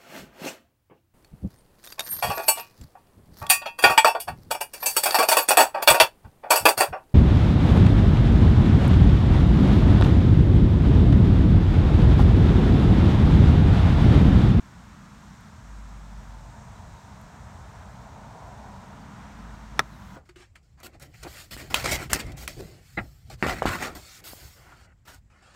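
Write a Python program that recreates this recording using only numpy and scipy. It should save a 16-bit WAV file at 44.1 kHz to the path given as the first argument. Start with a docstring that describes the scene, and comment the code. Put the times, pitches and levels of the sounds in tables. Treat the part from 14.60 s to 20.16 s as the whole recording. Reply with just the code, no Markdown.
"""Golf shot on a quiet fairway.

Far traffic rumbles behind the trees, an engine drones twice, and leaves, insects and birds sit faintly on top.
Late in the scene the shaft swishes through the air and the club strikes the ball with one dry crack.
The head rings for a few milliseconds, the sole skims the turf, and the spinning ball fizzes away."""
import sys
import numpy as np
from scipy import signal
from scipy.fft import rfft, irfft, next_fast_len
from scipy.io import wavfile
from scipy.ndimage import map_coordinates

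SR = 44100
rng = np.random.default_rng(int(sys.argv[2]) if len(sys.argv) > 2 else 0)


def wrap_up_sound(samples):
    """Save the sound to the file named by the first command line argument, as 16-bit audio."""
    columns = np.atleast_2d(samples).T
    # keep every value between -1 and 1, then stretch to whole-number steps
    tamed = np.clip(columns, -1, 1)
    steps = np.round(tamed * 32767).astype(np.int16)
    wavfile.write(sys.argv[1], SR, steps)


N = 245195
TIME = np.arange(N) / SR
IMPACT_S = 5.1927


def from_db(db):
    """Decibels to gain."""
    return 10 ** (np.asarray(db) / 20)


def rms_one(x):
    """Scale to rms 1."""
    return x / np.sqrt(np.mean(x ** 2) + 1e-20)


def butter(x, hz, kind):
    """Second-order Butterworth filter."""
    return signal.sosfilt(signal.butter(2, hz, kind, fs=SR, output="sos"), x + 1e-18)


def noise(spectrum):
    """Noise at rms 1, shaped by (frequency [Hz], level [dB]) points and rolled off beyond them."""
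    hz, db = np.transpose(spectrum)
    size = next_fast_len(N)
    log_hz = np.log(np.arange(size // 2 + 1) * SR / size + 1)
    outside = np.abs(log_hz - np.clip(log_hz, np.log(hz[0]), np.log(hz[-1])))
    gain = from_db(np.interp(log_hz, np.log(hz), db) - 30 * outside)
    return rms_one(irfft(rfft(rng.standard_normal(size)) * gain, size)[:N])


def flutter(rate, depth_db):
    """A gain that wanders at random, about rate times a second."""
    knots = rng.standard_normal(400)
    return from_db(depth_db * map_coordinates(knots, [TIME * rate], order=3, mode="mirror"))


def click(s):
    """One unit impulse at time s."""
    return 1.0 * (np.arange(N) == round(s * SR))


def ring(force, hz, t60):
    """A resonator: a unit click sets off a decaying sine of height 1."""
    decay = from_db(-60 / (t60 * SR))
    angle = 2 * np.pi * hz / SR
    return signal.lfilter([0, np.sin(angle)], [1, -2 * decay * np.cos(angle), decay ** 2], force + 1e-18)


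def burst(s, rise, t60):
    """An envelope that rises from time s and dies away."""
    age = np.maximum(TIME - s, 0)
    return (1 - np.exp(-age / rise)) * from_db(-60 * age / t60)


def swell(s, width):
    """A bell-shaped envelope around time s."""
    return np.exp(-((TIME - s) / width) ** 2)


# the steady bed of farther traffic: (rumble [dB], growl [dB], tyre roar [dB], tread song [dB], wash [dB])
TRAFFIC_BED = (-52.5, -56.5, -63, -72, -56)
# pass-bys behind the trees, at their nearest: (time [s], time to cover their own distance [s],
# rumble [dB], growl [dB], tyre roar [dB], tread song [dB], wash [dB])
PASS_BYS = [(.42, 0.79, -53, -52.5, -71, -70, -63.5), (2.0, 0.42, -46, -58, -56.5, -56, -75),
            (2.95, 0.48, -46.5, -59, -57, -76, -59), (3.85, 0.43, -49, -56, -48.5, -53, -65),
            (4.7, 0.53, -50.5, -48, -58, -57, -54.5), (5.6, .35, -53, -52.5, -62, -62, -60)]


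def traffic_gains():
    """Each vehicle drives a straight line, growing and fading with its distance; their powers add."""
    falloff = 1.48   # spreading plus loss over the grass
    power = from_db(TRAFFIC_BED)[:, None] ** 2
    for s, passing_s, *levels_db in PASS_BYS:
        distance = np.hypot(1, (TIME - s) / passing_s)
        power = power + (from_db(levels_db)[:, None] / distance ** falloff) ** 2
    return np.sqrt(power)


# engine tone, deep rumble and low-mid growl: (frequency [Hz], relative level [dB])
RUMBLE_EQ = [(22, -28), (38, -6.5), (58, 1), (100, -1.5), (140, -2), (170, -10.5), (230, -21)]
GROWL_EQ = [(140, -9), (170, -2), (205, 2.5), (250, -7), (300, -11.5), (360, -21.5), (500, -33)]
# tyre tone, midrange roar and brighter wash: (frequency [Hz], relative level [dB])
ROAR_EQ = [(250, -24), (350, -10.5), (430, -4.5), (510, -7.5), (630, 1.5), (850, 1), (1050, -3.5),
           (1250, -15.5), (2000, -31)]
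WASH_EQ = [(300, -14), (500, -8), (750, -9.5), (1000, 0.5), (1400, 0.5), (1800, -5), (2300, -11),
           (3000, -19), (5000, -30.5)]


def road():
    """Engines rumble and growl low; tyres roar and sing around a kilohertz, dulled by distance."""
    rumble_gain, growl_gain, roar_gain, tread_gain, wash_gain = traffic_gains()
    rumble = rumble_gain * noise(RUMBLE_EQ) * flutter(rate=12, depth_db=1.0)
    growl = growl_gain * noise(GROWL_EQ) * flutter(rate=12, depth_db=0.84)
    roar = roar_gain * noise(ROAR_EQ) * flutter(rate=15, depth_db=0.53)
    tread = tread_gain * noise([(780, -10), (880, -3.5), (940, 1.5), (1020, -3.5), (1100, -18)])
    wash = wash_gain * noise(WASH_EQ) * flutter(rate=9, depth_db=0.5)
    # the louder an engine growls, the more of its treble carries
    sizzle = from_db(-18) * growl_gain * noise([(1900, 0.5), (2600, -0.5), (3300, -2), (4800, -11.5)])
    return rumble + growl + roar + tread + wash + sizzle


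# an engine swelling under load: (start [s], length [s], level [dB], firing rate [Hz], glide [Hz/s])
DRONE_CUES = [(.98, 0.84, -40, 51.3, -3.0), (4.652, 0.65, -43.5, 51.6, 3)]


def engine_drone():
    """A far exhaust: the firing rate and a weak octave swell, glide and fade, wavering on the air."""
    attack_s, sag_db_per_s, release_db_per_s = .15, 3.5, 45
    out = 0
    for s, length, level_db, hz, glide in DRONE_CUES:
        age = np.maximum(TIME - s, 0)
        fade_db = sag_db_per_s * age + release_db_per_s * np.maximum(age - length, 0)
        envelope = np.minimum(age / attack_s, 1) * from_db(level_db - fade_db)
        phase = 2 * np.pi * np.cumsum(hz + glide * age) / SR
        out = out + envelope * (np.sin(phase) + from_db(-22) * np.sin(2 * phase))
    return np.sqrt(2) * flutter(rate=8, depth_db=1.0) * out


# the airy hiss of leaves: (frequency [Hz], relative level [dB])
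LEAF_EQ = [(2000, -3), (3000, -2), (3700, 1.5), (4900, -2), (5600, 1.5), (7200, -1), (8400, -4.5),
           (9400, -10.5), (10400, -17), (11700, -13), (15500, -18.5)]


def breeze():
    """Leaves hiss evenly in the tree line; a thin top-end hiss fades in around the shot."""
    hiss_start_s, hiss_rise_s = 5.18, .05
    leaves = from_db(-62.5) * noise(LEAF_EQ) * flutter(rate=4.96, depth_db=0.4)
    fade_in = 1 - np.exp(-np.maximum(TIME - hiss_start_s, 0) / hiss_rise_s)
    hiss = from_db(-72) * fade_in * noise([(8000, -9), (10400, -2), (11800, 0), (15500, -3)])
    return leaves + hiss


def insects():
    """A thin chorus shimmers and throbs through one long swell."""
    peak_s, period_s, throb_db = 2.01, .91, 5.5
    lull = np.sin(np.pi * (TIME - peak_s) / period_s) ** 2
    envelope = from_db(-66.5 - throb_db * lull) * swell(peak_s, width=2.2)
    return envelope * noise([(5500, -7), (6600, 0), (7300, -1), (8200, -2.5), (9500, -18)])


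# faint bird calls: (time [s], pitch [Hz], level [dB])
BIRD_CHIPS = [(2.16, 3950, -64), (2.38, 3800, -62), (4.42, 4570, -62), (4.8, 4500, -67)]


def birds():
    """Distant birds chip, each call a short pure tone with a slight downward bend."""
    out = 0
    for s, hz, db in BIRD_CHIPS:
        pitch = hz * (1 - .03 * np.tanh((TIME - s) / 0.0082))
        out = out + from_db(db) * swell(s, width=0.011) * np.sin(2 * np.pi * np.cumsum(pitch) / SR)
    return out


# tiny dry ticks close by: (time [s], level [dB], centre [Hz])
TICK_CUES = [(.8076, -57, 10200), (2.612, -54, 11500)]


def ticks():
    """Brief bright ticks, barely above the leaves."""
    out = 0
    for s, db, hz in TICK_CUES:
        band = noise([(hz * .75, -6), (hz, 0), (hz * 1.3, -7)])
        out = out + from_db(db) * burst(s, rise=.001, t60=0.02) * band
    return out


def swish():
    """Air whooshes past the shaft, peaking with its speed at the ball."""
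    speed = np.exp(-np.abs(TIME - IMPACT_S) / 0.034)
    air = noise([(120, -5), (250, -2), (600, -5), (1500, -11), (4000, -23), (9000, -31)])
    return from_db(-45) * speed * air


def ball_flight():
    """The spinning ball gives a faint whistle that sinks as it slows: a quick fizz, then a soft trail."""
    start_hz, end_hz, slowing_s, loudest_s = 9000, 3400, .062, 5.335
    age = np.maximum(TIME - IMPACT_S, 0)
    pitch = end_hz + (start_hz - end_hz) * np.exp(-age / slowing_s)
    whistle = np.sqrt(2) * np.sin(2 * np.pi * np.cumsum(pitch) / SR)
    envelope = from_db(-60) * swell(loudest_s, width=0.012) + from_db(-74) * (TIME > loudest_s)
    turbulence = rms_one(butter(rng.standard_normal(N), 120, "low"))
    return envelope * turbulence * whistle


# resonances of the sole dragging through turf: (frequency [Hz], relative level [dB], t60 [s])
SCRAPE_MODES = [(302, -20, 0.036), (1250, 0.5, 0.018), (1810, -12, .01), (3800, -4, 0.0075),
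                (5700, -12, 0.0099)]
# the bright rip of grass blades: (frequency [Hz], relative level [dB])
TORN_GRASS_EQ = [(2000, 7), (6000, -2), (9000, -3), (12000, -4), (15500, -10)]


def turf():
    """The sole drags through the grass just after the ball: gritty rub, torn blades, a soft soil thud."""
    grit = rng.standard_normal(N) * burst(IMPACT_S + 0.0038, rise=0.0014, t60=0.027)
    rub = from_db(-35) * sum(from_db(db) * ring(grit, hz, t60) for hz, db, t60 in SCRAPE_MODES)
    blades = from_db(-25) * noise(TORN_GRASS_EQ) * burst(IMPACT_S + 0.001, rise=0.00093, t60=0.02)
    thud = from_db(-34) * ring(click(IMPACT_S + 0.0023), hz=180, t60=0.033)
    return rub + blades + thud


# the head hits ball, then turf: (time after impact [s], relative level [dB], low-pass cutoff [Hz])
CLUB_CONTACTS = [(0.0, 1, 16000), (.00215, -15.5, 15000), (.0088, -17.5, 2400)]
# the ring of club head and ball: (frequency [Hz], relative level [dB], t60 [s])
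HEAD_MODES = [(403, -21, 0.021), (828, -13.5, 0.019), (1305, -11.5, 0.024), (1687, -11.5, 0.021),
              (1920, -6.5, 0.009), (2470, -12, 0.0067), (3535, -16, 0.018), (4435, -28.5, 0.028),
              (5330, -17.5, 0.013), (5800, -20, 0.012), (6180, -23.5, 0.011), (8530, -25.5, 0.006),
              (10581, -21, 0.0016)]
# the crack's tail, scattered back by ground and golfer: (frequency [Hz], relative level [dB])
SCATTER_EQ = [(120, 11), (400, 2), (700, -2), (1100, -1), (1900, -1), (2800, -20), (3900, -16), (4800, -33),
              (5500, -13), (7500, -39), (15000, -35)]


def strike():
    """Each contact rings the club head; a bright snap gives the attack, scattered sound a short tail."""
    force = sum(from_db(db) * butter(click(IMPACT_S + lag), hz, "low") for lag, db, hz in CLUB_CONTACTS)
    # neighbouring modes swing in opposite senses, so the crack takes a moment to peak
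    head = sum((-1) ** k * from_db(db) * ring(force, hz, t60)
               for k, (hz, db, t60) in enumerate(HEAD_MODES))
    snap = from_db(-19) * butter(click(IMPACT_S), 11000, "high")
    scatter = from_db(-23) * noise(SCATTER_EQ) * burst(IMPACT_S + 0.0028, rise=0.0032, t60=0.068)
    return head + snap + scatter


def scene():
    """The shot over the open-air ambience, in mono."""
    shot = swish() + strike() + turf() + ball_flight()
    ambience = road() + engine_drone() + breeze() + insects() + birds() + ticks()
    return (ambience + shot)[None]


def record(dry):
    """Gain control ducks a little after a loud peak and recovers; a steep low-pass trims the top."""
    threshold_db, slope, attack_s, recovery_db_per_s = -18, .15, 0.038, 11
    over_db = np.maximum(20 * np.log10(np.abs(dry) + 1e-9) - threshold_db, 0)
    recovery_db = recovery_db_per_s * TIME
    held_db = np.maximum.accumulate(slope * over_db + recovery_db, axis=-1) - recovery_db
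    pole = np.exp(-1 / (attack_s * SR))
    duck_db = signal.lfilter([1 - pole], [1, -pole], held_db)
    high_cut = signal.ellip(10, .1, 80, 15900, fs=SR, output="sos")
    return signal.sosfilt(high_cut, dry * from_db(-duck_db))


dry = scene()
out = record(dry)
wrap_up_sound(out)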